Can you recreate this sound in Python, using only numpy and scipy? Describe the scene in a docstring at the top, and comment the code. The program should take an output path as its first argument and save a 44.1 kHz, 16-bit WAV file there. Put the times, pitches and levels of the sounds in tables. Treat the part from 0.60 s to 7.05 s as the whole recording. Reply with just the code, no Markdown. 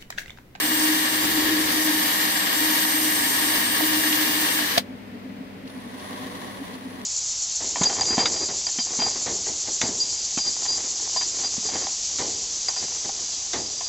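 """In a workshop, a fast electric motor drives a mixer shaft in a steel pot of churning liquid.
Its off-balance spin makes a drone, its gears rattle and whine, and its cooling air hisses.
It brakes and stops with a clack. Then the drive turns over slowly: the bearings whir, the gears
tick and the switching of the current whistles faintly. Under it all the room hums and throbs."""
import sys
import numpy as np
from scipy import signal
from scipy.fft import rfft, irfft, next_fast_len
from scipy.io import wavfile

SR = 44100
rng = np.random.default_rng(int(sys.argv[2]) if len(sys.argv) > 2 else 0)


def dump(signal):
    """Clip the signal to [-1, 1] and save it as 16-bit WAV at the path in sys.argv[1]."""
    limited = np.clip(np.atleast_2d(signal).T, -1, 1)
    pcm = np.round(limited * 32767).astype(np.int16)
    wavfile.write(sys.argv[1], SR, pcm)


N = 284445
TIME = np.arange(N) / SR
BRAKE_S = 3.98   # when the motor starts to brake

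# motor speed, sagging a little under load: time_s, turns_per_s
SPEED = [(0.1, 311.6), (0.48, 309.7), (1.5, 310.8), (2.4, 311.3), (3.72, 309.7), (3.82, 307.8),
         (3.95, 309.9)]
# main whines, which swell as the tool is moved; for each multiple of the speed: time_s, level_db
WHINES = { 9: [(0.4, -34.5), (1.3, -46), (1.8, -37), (2.4, -43), (3.0, -35)], 24: [(0.45, -43),
          (0.65, -37.5), (1.25, -49), (1.55, -39), (3.3, -45)], 27: [(0.5, -36), (0.9, -45), (1.4, -43.5),
          (1.65, -37)], 29: [(0.9, -44), (1.4, -40), (1.85, -51), (2.35, -36), (3.28, -38), (3.7, -46)],
          38: [(1.05, -48), (1.45, -37.5), (2.7, -39.5), (3.4, -47)], 42: [(1.0, -44), (1.65, -39),
          (1.9, -48), (2.2, -34.5), (3.2, -45), (3.55, -34.5), (3.8, -43)], 48: [(0.3, -37), (1.6, -45),
          (2.03, -33.5), (2.5, -46), (2.9, -35.5)], }
# how much louder the left side is than the right: pitch_hz, difference_db
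BALANCE = [(400, 1.4), (750, -3.5), (1070, -4.5), (1400, 3.5), (2350, 4), (3000, 0), (4500, 5.5), (5800, 0),
           (14500, 1.2)]


def motor():
    """One spinning shaft sets the timing of the drone, the gears and the fan until it stops."""
    # hiss of the cooling air, rising and falling as the tool is moved: time_s, relative_db
    fan = [(0.1, -30.5), (0.24, -27), (0.48, -30), (0.7, -30), (1.03, -31), (1.22, -28), (1.79, -30),
           (1.89, -33), (1.97, -28.5), (3.02, -28.5), (3.09, -33), (3.17, -29)]
    air_db = in_time(fan)
    braking_s = np.maximum(TIME - BRAKE_S, 0)
    speed = in_time(SPEED) * np.exp(-.85 * braking_s) * (1 + .00022 * drift(15))
    turns = np.cumsum(speed) / SR
    body = drone_and_pot(turns) + gear_rattle(turns, braking_s)
    air = cooling_air(turns) * from_db(air_db - 22 * braking_s)
    load = from_db(-150 * braking_s)   # the whines fade as soon as the load comes off
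    whines = (gear_whines(turns, air_db) + vent_whistles()) * load
    running = from_db(-60 * np.maximum(TIME - 4.187, 0) / .08)   # at the stop: 60 dB down in 0.08 s
    return (body + air + whines) * running


def drone_and_pot(turns):
    """The off-balance shaft drones and shakes the pot, whose air booms while the liquid sloshes."""
    # drone, swelling as the shaft is moved about the pot: time_s, relative_db
    swells = [(0.0, -36.5), (0.13, -27.5), (0.17, -32), (0.24, -25), (0.35, -25), (0.41, -32.5),
              (0.58, -30), (0.87, -25), (1.0, -22.5), (1.1, -33), (1.2, -24.5), (1.33, -24), (1.53, -44),
              (1.6, -34), (1.95, -40), (2.0, -28), (2.28, -36), (2.45, -29.5), (2.77, -44), (2.83, -34),
              (3.19, -39), (3.23, -25.5), (3.85, -33), (3.89, -44), (3.96, -35), (4.16, -51)]
    # liquid churning in the pot: time_s, level_db
    churning = [(.45, -50), (.65, -36), (1.05, -38.5), (1.25, -47), (2.15, -56), (2.6, -45), (3.8, -46)]
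    # boom of the air in the pot, just below the drone: pitch_hz, relative_db
    pot_spectrum = [(200, -32), (250, -10), (300, 8.5), (330, -17), (370, -9), (600, -27)]
    swell_db = in_time(swells)
    churn = from_db(in_time(churning))
    wobble = .7 * churn / churn.max() * drift(16)   # heavy churning shakes the drone
    level = from_db(swell_db - 1.2 + 1.5 * drift(13))
    drone = np.sqrt(2) * np.sin(2 * np.pi * turns + wobble) * level * panned(2)
    boom = noise(pot_spectrum) * from_db(-39.5 + .34 * (swell_db - np.mean(swell_db)))
    slosh = noise([(45, -8.5), (200, -9), (400, -2.5), (700, -23)]) * churn
    return drone + boom + slosh


def gear_rattle(turns, braking_s):
    """The gears rattle, and the shaft chatters unevenly about once in ten turns."""
    # rattle of the gears: pitch_hz, relative_db
    rattle_spectrum = [(200, -35), (340, -13), (600, -8), (920, -6.5), (1100, -1.5), (1400, -8.5),
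                       (1850, -4), (2300, -3.5), (2570, -10), (2950, -3), (4700, -6), (6200, -16.5),
                       (8000, -42)]
    # chatter of the shaft: pitch_hz, relative_db
    chatter_spectrum = [(1400, -35), (1650, -0.5), (1920, -2), (2350, -45)]
    rub_db = 1.2 * np.cos(2 * np.pi * turns / 10 + 1.5 * drift(2.9))
    rattle = noise(rattle_spectrum, grain_db=4)
    chatter = noise(chatter_spectrum) * from_db(rub_db - 5.5)
    fall_db_per_s = 1
    return (rattle + chatter) * from_db(-26 - fall_db_per_s * braking_s + .85 * drift(19))


def cooling_air(turns):
    """The fan chops its hissing air once, twice and three times in each turn."""
    # main hiss of the air: pitch_hz, relative_db
    hiss_spectrum = [(3500, -13), (5900, 6), (7000, -0.5), (7800, 1), (9200, 2.5), (10300, -1),
                     (11200, -24)]
    # highest part of the hiss: pitch_hz, relative_db
    top_spectrum = [(9800, -9.5), (11000, -4), (12200, -1.5), (13500, -3), (14900, -2), (15500, -12.5)]
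    chop = 1 + sum(depth * np.cos(2 * np.pi * k * turns) for k, depth in [(1, .05), (2, .06), (3, .12)])
    hiss = noise(hiss_spectrum) * from_db(-2 + 1.3 * drift(33))
    top = noise(top_spectrum) * from_db(-1 + 1.3 * drift(21))
    return (hiss + top) * chop


def gear_whines(turns, air_db):
    """Motor and gears whine at multiples of the turning speed."""
    # lesser tones of motor and gears: speed_multiple, relative_db
    lesser_tones = [(2.5, -49.5), (3, -38), (6, -41), (12, -45), (15, -43), (30, -42.5), (36, -45),
                    (40, -42), (44, -46), (45, -40), (47, -43.5)]
    follow_db = air_db - np.mean(air_db) - .5   # they rise and fall with the hiss
    tones = []
    for multiple, db in lesser_tones:
        swell_db = 2.5 * np.sqrt(multiple / max(WHINES)) * drift(1.7)   # high tones swell more
        tones.append((multiple, db + follow_db + swell_db))
    tones += [(multiple, in_time(rows)) for multiple, rows in WHINES.items()]
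    play_turns = .0014 * (1 + 2 * (TIME > BRAKE_S))   # gears are looser without a load
    angle = turns + play_turns * drift(60)   # this looseness blurs the highest tones
    out = np.zeros((2, N))
    for multiple, db in tones:
        level = from_db(db + 1.8 * drift(20)) * panned(at_hz(BALANCE, multiple * SPEED[0][1]))
        stir = .005 * multiple * drift(2)   # shifting echoes off the pot
        spread = .21 * (multiple in (3, 9))   # these two swing almost opposite ways left and right
        phase = multiple * angle + rng.random() + (stir + spread) * [[1], [-1]]
        out += level * np.sin(2 * np.pi * phase)
    return np.sqrt(2) * out


def vent_whistles():
    """A narrow band of rushing air swells along with each of three high whines."""
    half_width_hz = 1300
    out = 0
    for multiple in (29, 38, 42):
        hz = multiple * SPEED[0][1]
        band = [(hz - half_width_hz, -20), (hz, 0), (hz + half_width_hz, -20)]
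        out += noise(band) * from_db(in_time(WHINES[multiple]) + 1.5)
    return out


def brake_clack():
    """The brake bites in a quick rush of contacts that jolts the housing; the room echoes briefly."""
    # clack of the brake: pitch_hz, relative_db
    spectrum = [(200, -9.5), (600, -2), (900, -9), (2100, -8), (2700, -8), (3500, -1.5), (4800, -5),
                (6200, -13), (15000, -21)]
    peak_s, housing_hz = 4.1805, 690
    t = TIME - peak_s
    bite = noise(spectrum, grain_db=2) * burst(t, swell_s=.003, fade_s=.02)
    echo = noise(spectrum) * burst(t, swell_s=.002, fade_s=.085)
    ring = np.sin(2 * np.pi * housing_hz * t + [[0], [np.pi / 2]]) * panned(-3)
    housing = ring * burst(t, swell_s=.004, fade_s=.025)
    return from_db(-9.5) * bite + from_db(-19) * echo + from_db(-9) * housing


def knocks():
    """The shaft, the liquid and the brake give short, quickly fading knocks."""
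    # the knocks: peak_s, level_db, fade_s, pitch_hz
    hits = [(3.209, -21, 0.046, 600), (3.528, -18.5, .05, 2750), (3.99, -20, 0.03, 1920)]
    return sum(knock(*hit) for hit in hits)


def slow_drive():
    """In slow turning the bearings whir, and the drive whistles as it switches the current."""
    # how fast the drive's magnetic field turns: time_s, rate_hz
    field_rates = [(5.365, 51), (5.405, 151.5), (5.6, 159.3), (5.86, 156), (6.0, 110.7), (6.22, 53.3)]
    # whir of the bearings: pitch_hz, relative_db
    whir_spectrum = [(250, 2), (900, 0), (1080, 6), (1350, -9), (1900, 1), (2400, -11.5), (3300, -5),
                     (4600, -10), (5200, -15.5), (5800, -12.5), (7000, -17.5), (15500, -21)]
    # whistle tones, in steps of the field's rate from the switching pitch: steps, relative_db
    whistle_tones = [(-1, -64), (0, -64.5), (1, -72)]
    start_s, faded_in_s, switch_hz = 5.06, 5.31, 9980
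    field_hz = in_time(field_rates)
    field_turns = np.cumsum(field_hz) / SR
    speed = field_hz / field_hz.max()
    whir_db = -37.5 - 23 * np.maximum(faded_in_s - TIME, 0)
    whir = hollow(hollow(noise(whir_spectrum, grain_db=6)))
    whir *= speed ** .67 * from_db(whir_db + drift(27))
    whistle = 0
    for steps, db in whistle_tones:
        growth = speed ** (.5 + max(steps, 0))   # the top tone grows most with speed
        level = from_db(db + 6.5 + 1.5 * drift(12)) * growth
        phase = switch_hz * TIME + steps * field_turns + rng.random() + np.array([[0], [.2]])
        whistle += np.sqrt(2) * level * np.sin(2 * np.pi * phase)
    sizzle = from_db(-68) * noise([(8500, -26), (9900, 12), (10800, -30)])
    # near top speed a gear sings at seven times the field's rate
    sing_level = speed ** 2 * from_db(-54 + 2 * drift(15))
    sing = sing_level * np.sin(2 * np.pi * 7 * field_turns + .7 * drift(25))
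    switched_on = np.clip((TIME - start_s) / .013, 0, 1)
    return (whir + whistle + sizzle + sing) * switched_on


def gear_ticks():
    """Slowly turning gears tick as the small gaps between their teeth close."""
    # the ticks: peak_s, level_db
    ticks = [(5.057, -49), (5.077, -41), (5.1, -43.5), (5.399, -42), (6.14, -40.5)]
    return sum(knock(peak_s, db, fade_s=.035, pitch_hz=3400) for peak_s, db in ticks)


def workshop():
    """The mains power hums over a soft hiss, and a low boom throbs and now and then swells."""
    # mains hum: pitch_hz, level_db
    hum_tones = [(100, -56), (200, -47.5), (600, -60.5)]
    # steady noise of the room: pitch_hz, relative_db
    room_spectrum = [(45, -14), (340, -13.5), (430, -8), (700, -15.5), (1350, -20.5), (1900, -18.5),
                     (2600, -22.5), (4500, -30), (7000, -39.5), (15500, -40.5)]
    # low boom of the room: pitch_hz, relative_db
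    boom_spectrum = [(150, -28.5), (188, -9), (220, -32), (242, -5.5), (268, -7), (300, -17), (350, -32)]
    # strongest swells of the boom: peak_s, level_db
    boom_swells = [(4.82, -39), (5.05, -38), (5.52, -39), (6.03, -34.5)]
    throb_hz, swell_hz, swell_s = 8.7, 256.3, .027
    hum = 0
    for hz, db in hum_tones:
        hum += np.sqrt(2) * from_db(db + drift(2)) * np.sin(2 * np.pi * (hz * TIME + rng.random()))
    throb_db = 3 * np.cos(2 * np.pi * throb_hz * TIME + 2 * drift(2.2))
    boom = noise(boom_spectrum) * from_db(-41 + throb_db)
    swells = sum(from_db(db) * np.exp(-((TIME - at) / swell_s) ** 2) for at, db in boom_swells)
    boom += swells * np.sqrt(2) * np.sin(2 * np.pi * swell_hz * TIME + drift(12))
    return hum * panned(4.2) + from_db(-44) * noise(room_spectrum) + boom


def knock(peak_s, level_db, fade_s, pitch_hz):
    """One knock: a burst of noise about an octave wide."""
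    band = signal.butter(2, [pitch_hz / np.sqrt(2), pitch_hz * np.sqrt(2)], "band", fs=SR, output="sos")
    rush = unit_level(signal.sosfilt(band, rng.standard_normal((2, N))))
    return rush * from_db(level_db) * burst(TIME - peak_s, swell_s=.002, fade_s=fade_s)


def hollow(x):
    """Three quick, dull echoes give a hollow ring."""
    spacing_hz, strength, dull_hz = 124.7, .22, 1500
    lag = int(SR / spacing_hz)
    dull = signal.lfilter(*signal.butter(1, dull_hz, fs=SR), x)
    echoes = sum(strength ** k * np.pad(dull, ((0, 0), (k * lag, 0)))[:, :N] for k in range(1, 4))
    return unit_level(x + echoes)


def noise(spectrum, grain_db=0):
    """Stereo noise shaped by rows of pitch_hz, relative_db; grain_db makes it gritty."""
    # how alike left and right are: pitch_hz, likeness (1 the same, -1 opposite)
    likeness = [(120, 0.64), (280, 0.9), (450, 0.4), (740, -0.03), (1250, -0.5), (2000, 0.46),
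                (3300, -0.16), (12000, 0.04)]
    size = next_fast_len(N)
    hz = np.maximum(np.arange(size // 2 + 1) * SR / size, 1)
    mid, side = rfft(rng.standard_normal((2, size)) * from_db(grain_db * rng.standard_normal(size)))
    alike = at_hz(likeness, hz)
    pair = np.sqrt(1 + alike) * mid + np.sqrt(1 - alike) * side * [[1], [-1]]
    roll_off = 1 / (1 + (spectrum[0][0] / hz / 2) ** 4) / (1 + (hz / spectrum[-1][0] / 2) ** 4)
    gain = panned(at_hz(BALANCE, hz)) * roll_off * from_db(at_hz(spectrum, hz))
    return unit_level(irfft(pair * gain, size)[:, :N])


def drift(rate_hz):
    """A smooth random wander, about 1 in size."""
    step, warm_up = 40, 2000
    r = np.exp(-2 * np.pi * step * rate_hz / SR)
    white = rng.standard_normal(N // step + warm_up + 2)
    slow = signal.lfilter([1], [1, -2 * r, r * r], white)[warm_up:]
    return np.interp(np.arange(N) / step, np.arange(len(slow)), unit_level(slow))


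def burst(t, swell_s, fade_s):
    """A level that swells up to time zero, then drops 60 dB in fade_s."""
    return np.exp(np.minimum(t, 0) / swell_s) * from_db(-60 * np.maximum(t, 0) / fade_s)


def in_time(rows):
    """Join rows of time_s, value into one value per sample."""
    return np.interp(TIME, *np.transpose(rows))


def at_hz(rows, hz):
    """Read rows of pitch_hz, value at any pitch, with octaves evenly spaced."""
    pitches, values = np.transpose(rows)
    return np.interp(np.log(hz), np.log(pitches), values)


def panned(db):
    """Left and right gains, the left louder by db."""
    return from_db(np.array([[.5], [-.5]]) * db)


def from_db(db):
    """Turn decibels into a gain."""
    return 10 ** (np.asarray(db) / 20)


def unit_level(x):
    """Scale a signal to an average power of 1."""
    return x / np.sqrt(np.mean(x ** 2) + 1e-20)


def scene():
    """The mixer runs, stops and turns slowly, over the sound of the room."""
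    return brake_clack() + gear_ticks() + motor() + knocks() + slow_drive() + workshop()


def record(dry):
    """Round off the highest peaks, then cut the deep bass and the very top."""
    low_cut = signal.butter(4, 42, "high", fs=SR, output="sos")
    top_cut = signal.ellip(10, .1, 80, 15600, fs=SR, output="sos")
    return signal.sosfilt(top_cut, signal.sosfilt(low_cut, np.tanh(dry)))


dry = scene()
out = record(dry)
dump(out)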